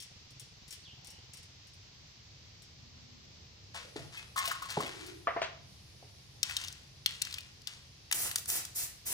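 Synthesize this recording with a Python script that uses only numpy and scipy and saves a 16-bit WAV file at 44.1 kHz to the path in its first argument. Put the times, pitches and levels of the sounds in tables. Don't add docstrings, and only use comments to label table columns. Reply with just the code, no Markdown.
import sys
import numpy as np
from scipy import signal
from scipy.fft import rfft, irfft, next_fast_len
from scipy.io import wavfile
from scipy.ndimage import uniform_filter1d

SR = 44100
rng = np.random.default_rng(int(sys.argv[2]) if len(sys.argv) > 2 else 0)


def pcm_store(signal):
    levels = np.round(np.clip(np.atleast_2d(signal), -1, 1) * 32767)
    wavfile.write(sys.argv[1], SR, levels.astype(np.int16).T)


N = 402612
T = np.arange(N) / SR
SIZE = next_fast_len(N + SR)
F = np.maximum(np.arange(SIZE // 2 + 1) * SR / SIZE, 1)

# (frequency [Hz], level [dB], t60 [s])
CAN_MODES = [(850, -3, .03), (1450, -3, .035), (1900, -2, .025), (2557, 4, .03), (2885, 4, .035),
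             (3386, 4, .028), (3700, 3, .022), (4250, 4, .024), (4950, 3, .022), (5670, 2, .024),
             (6350, 1, .014), (8050, 2, .016), (9160, 3, .01)]


def undb(db):
    return 10 ** (np.asarray(db) / 20)


def unit(x):
    return x / np.sqrt(np.mean(x ** 2))


def shaped(x, gain):
    return irfft(rfft(x, SIZE) * gain, SIZE)[..., :N]


def colour(points):
    hz, db = np.transpose(points)
    return undb(np.interp(np.log(F), np.log(hz), db))


def band(hz, octaves):
    return np.exp(-.5 * (np.log2(F / hz) / octaves) ** 2)


def passband(x, lo_hz, hi_hz):
    edges_hz = np.clip([lo_hz, hi_hz], 50, .45 * SR)
    y = signal.sosfilt(signal.butter(3, edges_hz, "band", fs=SR, output="sos"), x)
    return y / abs(y).max()


def gains(table):
    s, *columns = np.transpose(table)
    return [undb(np.interp(T, s, db, -200, -200)) for db in columns]


def held(start_s, hold_s, db, attack_s, fade_db_per_s):
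    age_s = T - np.array(start_s)[:, None]
    fade_s = np.clip(age_s - attack_s - np.array(hold_s)[:, None], 0, 1)
    rise = np.clip(age_s / attack_s, 0, 1) ** 2
    return (undb(db)[:, None] * rise * undb(-fade_db_per_s * fade_s)).sum(axis=0)


def walk(rate_hz):
    k = int(SR / rate_hz)
    steps = np.repeat(rng.standard_normal(N // k + 1), k)
    return unit(uniform_filter1d(uniform_filter1d(steps, k), k)[:N])


def grit(hz, octaves, rate_hz, spread_db, smooth_db):
    contacts = rng.random(N) < rate_hz / SR
    sizes = undb(spread_db * np.minimum(rng.exponential(size=N), 3))
    hits = contacts * sizes * rng.standard_normal(N)
    rub = undb(smooth_db) * rng.standard_normal(N)
    return unit(shaped(unit(hits) + rub, band(hz, octaves)))


def blows(table, modes, length_s, octaves, crack_db, crack_s, rise_s, detune,
          rattle_db, rattle_hz, rattle_s, scatter_db=1.0):
    damp_s = .005
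    rattle_db_per_db, firm_blow_db = 0.99, -21.5
    out, t = np.zeros(N + SR), T[:int(length_s * SR)]
    hz, db, t60 = np.transpose(modes)[:, :, None]
    for s, peak_db, contact_hz, *free_s in table:
        chance = rng.standard_normal((2, len(modes), 1))
        noise = rng.standard_normal((2, len(t)))

        share = undb(db + scatter_db * chance[0])
        share = share * np.exp(-.5 * (np.log2(hz / contact_hz) / octaves) ** 2)
        mode_hz = hz * (1 + detune * chance[1])
        ring = (share * np.sin(2 * np.pi * mode_hz * t) * 1000 ** (-t / t60)).sum(axis=0)
        ring = ring * np.exp(-np.maximum(t - min(free_s + [1]), 0) / damp_s)

        crack = passband(noise[0] * np.exp(-t / crack_s),
                         contact_hz / 2 ** octaves, contact_hz * 2 ** octaves)
        rattle = passband(noise[1] * np.exp(-t / rattle_s) * t / (t + 3 * rise_s), *rattle_hz)
        sound = (ring / abs(ring).max() + undb(crack_db) * crack) * (1 - np.exp(-t / rise_s))
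        rattle_peak_db = firm_blow_db + rattle_db + rattle_db_per_db * (peak_db - firm_blow_db)
        i = int(s * SR)
        out[i:i + len(t)] += sound / abs(sound).max() * undb(peak_db) + rattle * undb(rattle_peak_db)
    return out[:N]


def ports(x, phase, pan_db):
    side = np.array([[0], [1]])
    turn = np.exp(1j * np.interp(F, *np.transpose(phase)) * side)
    return shaped(x, turn * undb(pan_db * (.5 - side)))


def bench():
    # (time [s], peak [dB], contact pitch [Hz], time until the hand damps it [s])
    clank_blows = [(3.748, -39.5, 820, 0.08), (4.172, -34.5, 2590, 0.05), (4.36, -26, 1280, 0.029),
                   (4.376, -24, 1110, 0.043), (4.38, -26, 1900, 0.065), (4.437, -31.5, 1090, 0.026),
                   (4.478, -38.5, 696, 0.017), (4.512, -23, 1480, 0.0061), (4.549, -34, 1310, 0.018),
                   (4.621, -31, 1220, 0.017), (4.655, -38.5, 1070, 0.023), (4.804, -26.5, 1100, 0.0042),
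                   (4.861, -33.5, 2610, 0.0081)]
    # (frequency [Hz], level [dB], t60 [s])
    tool_modes = [(560, -14, .3), (680, -8, .1), (880, -8, .1), (1089, 2, .3), (1270, -3, .12),
                  (1447, -8, .15), (1786, -5, .2), (2101, -3, .2), (2550, -6, .15), (3290, 0, .1)]
    # (time [s], peak [dB], contact pitch [Hz])
    snap_blows = [(4.376, -27.5, 3980), (4.389, -24.5, 7500), (4.454, -25.5, 2980), (4.476, -23, 3030),
                  (4.703, -29, 5500), (4.72, -34, 5000), (5.064, -38.5, 5300)]
    # (time [s], peak [dB], contact pitch [Hz])
    thud_blows = [(3.958, -29.5, 447), (4.7695, -21.5, 740), (4.772, -25, 235), (6.025, -46.5, 604)]
    # (frequency [Hz], level [dB], t60 [s])
    bench_modes = [(150, 4, 0.14), (202, 2, 0.085), (340, -32, 1), (305, 2, 0.014), (415.5, 1.5, 0.17),
                   (497, -10, 0.017), (810, 12, 0.032), (955, -7, 0.021)]
    # (start [s], held [s], level [dB])
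    slide_events = [(3.739, 0.015, -42.5), (3.956, 0.0074, -48), (4.118, 0.074, -51), (4.358, 0.15, -42),
                    (4.618, 0.012, -49.5), (4.683, 0.11, -45), (4.8, 0.28, -51.5)]
    clanks = blows(clank_blows, tool_modes, .3, 0.22, crack_db=-9, crack_s=0.004, rise_s=0.0008,
                   detune=0.002, rattle_db=-7.0, rattle_hz=(1400, 15000), rattle_s=0.0094)
    snaps = blows(snap_blows, CAN_MODES, 0.074, 0.66, crack_db=-4.5, crack_s=0.0013, rise_s=0.00049,
                  detune=0.048, rattle_db=-4, rattle_hz=(2500, 15000), rattle_s=0.0098)
    thuds = blows(thud_blows, bench_modes, 0.59, 0.63, crack_db=0.0, crack_s=0.003, rise_s=0.003,
                  detune=0.012, rattle_db=-14, rattle_hz=(200, 900), rattle_s=0.06)
    slides = held(*np.transpose(slide_events), attack_s=0.0066, fade_db_per_s=153)
    return clanks + snaps + slides * grit(2100, 1.15, 800, 2.2, 0), thuds


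def can():
    # (time [s], peak [dB], contact pitch [Hz])
    knock_blows = [(6.43, -13, 4650), (6.4325, -28, 4960), (6.4963, -29.5, 1700), (6.509, -30, 2020),
                   (6.539, -39, 5860), (6.567, -18.5, 3870), (6.601, -42, 5500), (6.6152, -35, 4600),
                   (6.6215, -44, 6050), (6.639, -29.5, 3480), (6.6472, -32, 4850), (6.675, -34, 4970),
                   (6.6825, -26.5, 4250), (6.7256, -33, 6340), (7.0602, -13, 3240), (7.1074, -34, 2800),
                   (7.152, -41, 3240), (7.217, -23, 3420), (7.2195, -17.5, 6400), (7.2505, -28.5, 4400),
                   (7.27, -34, 2000), (7.31, -38, 4200), (7.3262, -30, 4070), (7.3412, -26.5, 4520),
                   (7.3836, -29, 2850), (7.4062, -36, 4300), (7.618, -43, 5400), (7.672, -24, 4320)]
    # (start [s], held [s], level [dB])
    tilts = [(6.43, 0.2, -45.5), (7.06, 0.058, -49), (7.22, 0.14, -52.5), (7.669, 0.015, -50.5)]
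    knocks = blows(knock_blows, CAN_MODES, .15, 0.56, crack_db=-2.5, crack_s=0.0012, rise_s=0.00042,
                   detune=0.036, rattle_db=-6.5, rattle_hz=(2000, 15000), rattle_s=0.0028, scatter_db=3.5)
    rolling = held(*np.transpose(tilts), attack_s=0.0055, fade_db_per_s=105)
    return knocks + rolling * grit(2700, 1.1, 500, 2.2, 1)


def button():
    # (time [s], peak [dB], contact pitch [Hz])
    clicks = [(8.1126, -21, 1530), (8.1246, -15, 7400), (8.128, -21.5, 3420), (8.313, -25, 2920),
              (8.358, -15, 7000), (8.3835, -31, 5000), (8.4572, -34, 6800), (8.5005, -20.5, 8700),
              (8.6509, -28, 7500)]
    return blows(clicks, CAN_MODES, .05, 0.73, crack_db=4.5, crack_s=0.0015, rise_s=0.00067,
                 detune=0.04, rattle_db=-2, rattle_hz=(1200, 15000), rattle_s=0.0025)


def nozzle():
    # (start [s], held [s], jet level [dB], roar level above the jet [dB])
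    presses = [(8.127, 0.13, -33, -10), (8.359, 0.0039, -37, -11.5), (8.469, 0.089, -32, -11),
               (8.741, 0.079, -33.5, -16), (9.048, .1, -33.5, -9.5)]
    # (frequency [Hz], level per Hz [dB])
    jet_spectrum = [(880, -46), (1500, -8), (2660, -2), (2970, -7.5), (5600, 0), (8240, 8), (9750, 5),
                    (12100, 15.5), (13500, 6), (14800, 10), (16000, -32)]
    attack_s, fade_db_per_s = 0.02, 300
    leak_db, leak_fade_db_per_s = -30, 98
    start_s, hold_s, db, roar_db = np.transpose(presses)
    jet = held(start_s, hold_s, db, attack_s, fade_db_per_s)
    roar = held(start_s, hold_s, db + roar_db, attack_s, fade_db_per_s)
    jet = jet + held(start_s, hold_s, db + leak_db, attack_s, leak_fade_db_per_s)
    hiss = 0
    for hz in (2000, 5000, 9000, 14000):
        part = shaped(rng.standard_normal(N), colour(jet_spectrum) * band(hz, .5))
        hiss = hiss + part * undb(2.2 * walk(60))
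    hiss = unit(hiss) * undb(1.7 * walk(25))
    plume = shaped(rng.standard_normal((2, N)), colour(jet_spectrum) * band(5900, 0.59))
    return jet * hiss + roar * grit(610, 7.3, 440, 4.3, 1.6), jet * undb(-7.0) * unit(plume)


def cap():
    # (time [s], peak [dB], contact pitch [Hz])
    tap_blows = [(5.2715, -17, 1130), (5.364, -23, 690), (5.416, -31, 3000), (5.417, -21.5, 653)]
    # (frequency [Hz], level [dB], t60 [s])
    cap_modes = [(480, -3, .04), (581, -2, .06), (680, 0, .08), (780, -4, .05), (1109, 0, .045),
                 (1491, -3, .03), (1760, -4, .03), (2350, -2, .035), (2900, -3, .04)]
    taps = blows(tap_blows, cap_modes, 0.36, 0.65, crack_db=-5.0, crack_s=0.0029, rise_s=0.00063,
                 detune=0.026, rattle_db=-9, rattle_hz=(420, 2200), rattle_s=0.028)
    skid = held([5.415], [0.012], [-37], attack_s=0.0017, fade_db_per_s=382)
    return taps + skid * grit(2400, 0.82, 900, 2.6, -1.3)


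def screw():
    # (time [s], peak [dB], contact pitch [Hz])
    ticks = [(0.0024, -35.5, 5530), (0.0238, -35.5, 7440), (0.3057, -48, 5100), (0.397, -34, 7800),
             (0.6797, -42, 5670), (0.7077, -34, 5380), (0.7264, -34, 7360), (1.0462, -42, 5170),
             (1.0715, -36.5, 7700), (1.104, -40, 5400), (1.3353, -36, 7600), (1.3718, -40, 7260),
             (1.4296, -47.5, 6390), (1.6706, -51, 5260), (1.736, -50.5, 5200), (2.6213, -45, 5770)]
    # (frequency [Hz], level [dB], t60 [s])
    screw_modes = [(2100, -6, .02), (5520, 0, .14), (7600, -3, .02), (8700, -5, .015), (10500, -5, .012)]
    return blows(ticks, screw_modes, 0.12, 0.56, crack_db=10.5, crack_s=0.00027, rise_s=0.00006,
                 detune=0.0026, rattle_db=-5, rattle_hz=(2000, 13000), rattle_s=0.015)


def bird():
    # (start [s], length [s], first pitch [Hz], pitch it glides toward [Hz], level [dB])
    notes = [(.826, .07, 5300, 1900, -56), (.893, .03, 2400, 3300, -60), (1.05, .19, 2750, 3100, -66)]
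    glide = .6
    echo_s, echo_db = .014, -3
    out = 0
    for s, length_s, first_hz, last_hz, db in notes:
        u = np.clip((T - s) / length_s, 0, 1)
        hz = last_hz + (first_hz - last_hz) * np.exp(-u / glide)
        phase = 2 * np.pi * np.cumsum(hz * (1 + 0.045 * walk(400))) / SR
        swell = np.sin(np.pi * u) ** .6 * (u < 1)
        out = out + undb(db + 2.5 * walk(300)) * swell * np.sin(phase)
    return out + undb(echo_db) * np.roll(out, int(echo_s * SR))


def room(near):
    t60_s, low_hz, top_hz, level_db = 0.47, 366, 5300, 1.5
    t = T[:SR]
    echo = rng.standard_normal((2, SR)) * 1000 ** (-t / t60_s) * (1 - np.exp(-t / 0.00031))
    echo = echo / np.sqrt(np.sum(echo ** 2, axis=1, keepdims=True))
    dulling = np.sqrt((1 + (low_hz / F) ** 2) * (1 + (F / top_hz) ** 4))
    return shaped(near, undb(level_db) * rfft(echo, SIZE) / dulling)


def swells():
    # (centre [s], half length [s], frequency [Hz], level [dB])
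    swell_events = [(1.1, 0.17, 796, -68), (3.05, 0.26, 225, -65), (3.86, 0.11, 530, -60),
                    (4.047, 0.076, 134, -51.5), (5.06, 0.16, 350, -51)]
    out = np.zeros((2, N))
    for s, half_s, hz, db in swell_events:
        i = slice(max(int((s - 2 * half_s) * SR), 0), int((s + 2 * half_s) * SR))
        noise = passband(rng.standard_normal((2, len(T[i]))), hz / 1.15, hz * 1.15)
        out[:, i] += undb(db) * unit(noise) * np.exp(-((T[i] - s) / half_s) ** 2)
    return out


def background():
    # (time [s], rumble [dB], hiss [dB], hum [dB])
    levels = [(0, -61.5, -58, -60.5), (2, -59.5, -58, -73.5), (4, -57, -59, -69.5), (6, -58, -59.5, -65.5),
              (8, -59, -59.5, -70), (9.13, -58.5, -58, -74)]
    # (frequency [Hz], level per Hz [dB])
    rumble_spectrum = [(15, -86), (25, -17), (50, -8), (82, 2), (130, -0.5), (170, -8), (250, -15.5),
                       (430, -17.5), (800, -22), (1500, -61)]
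    # (frequency [Hz], level per Hz [dB])
    hiss_spectrum = [(600, -27), (1000, -2), (1500, -4), (2100, 0.5), (3200, 2.5), (4900, 5.5), (6000, 2),
                     (7500, -9.5), (9500, -36), (12300, -49), (13500, -9.5), (14500, -90.5)]
    # (frequency [Hz], share of power common to both [0-1])
    likeness = [(60, 0.93), (130, 0.92), (290, 0.53), (640, 0.013), (3000, 0.012)]
    # (time [s], level [dB])
    air_levels = [(0, -100), (1.6, -100), (2.2, -103), (3.5, -104), (3.9, -68.5), (5.2, -66), (5.55, -92),
                  (5.7, -69), (7.5, -76), (9.13, -73)]
    hum_hz = 134.4
    throb_hz, throb_db, throb_end_s = 19.5, 5.5, 2.0
    rumble, hiss, hum = gains(levels)
    throb = np.clip(throb_end_s - T, 0, 1) * np.sin(2 * np.pi * throb_hz * T)
    rumble = rumble * undb(throb_db * throb)
    hz, share = np.transpose(likeness)
    share = np.clip(np.interp(np.log(F), np.log(hz), share), 0, 1)
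    common, own = rfft(rng.standard_normal(SIZE)), rfft(rng.standard_normal((2, SIZE)))
    noise = np.sqrt(share) * common + np.sqrt(1 - share) * own
    hum = hum * undb(4.0 * walk(6.7))
    out = hum * np.sin(2 * np.pi * np.cumsum(hum_hz * (1 + 0.0213 * walk(2.6))) / SR)
    for gain, points, flicker_db in ((rumble, rumble_spectrum, .8), (hiss, hiss_spectrum, .4)):
        layer = unit(irfft(noise * colour(points), SIZE)[:, :N])
        out = out + gain * undb(flicker_db * walk(26)) * layer
    air = unit(irfft(own * band(10400, 0.26), SIZE)[:, :N])
    return out + gains(air_levels)[0] * air


def scene():
    # (frequency [Hz], phase [rad])
    near_phase = [(0, 0), (1400, -1.6), (2500, -3), (4800, -6), (8300, -6.9), (9650, -6.4), (11700, -3.5),
                  (15200, 2)]
    # (frequency [Hz], phase [rad])
    jet_phase = [(0, 0), (1400, -1.3), (3450, -3.1), (6200, -7.5), (7600, -10), (8300, -9.6), (9650, -6.6),
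                 (15200, 2)]
    # (frequency [Hz], phase [rad])
    cap_phase = [(0, 0), (1030, -1.3), (1810, 0), (3360, -2.2), (15200, -4)]
    # (time [s], left over right [dB])
    can_pan = [(6, 9), (6.6, 5.5), (7.2, 6), (8, 4)]
    hand, call, tin = screw(), bird(), can() + button()
    (top, thuds), lid, (jet, plume) = bench(), cap(), nozzle()
    pan_db = np.interp(T, *np.transpose(can_pan))
    direct = ports(hand, near_phase, pan_db=7.5)
    direct = direct + ports(tin, near_phase, pan_db=0) * undb([pan_db / 2, -pan_db / 2])
    direct = direct + ports(top, near_phase, pan_db=5) + ports(thuds, near_phase, pan_db=-0.5)
    direct = direct + ports(lid, cap_phase, pan_db=2) + ports(jet, jet_phase, pan_db=0)
    can_wet_db, bench_wet_db, cap_wet_db = -10, -7.5, -6
    sent = hand + call + jet + undb(can_wet_db) * tin
    sent = sent + undb(bench_wet_db) * (top + thuds) + undb(cap_wet_db) * lid
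    return direct + call + plume + room(sent) + background() + swells()


def record(dry):
    notch_hz, notch_width_hz, top_hz = 11950, 1000, 16200
    notch = signal.tf2sos(*signal.iirnotch(notch_hz, notch_hz / notch_width_hz, SR))
    low_pass = signal.ellip(10, .2, 70, top_hz, fs=SR, output="sos")
    return signal.sosfilt(np.vstack([notch, notch, low_pass]), dry)


dry = scene()
out = record(dry)
pcm_store(out)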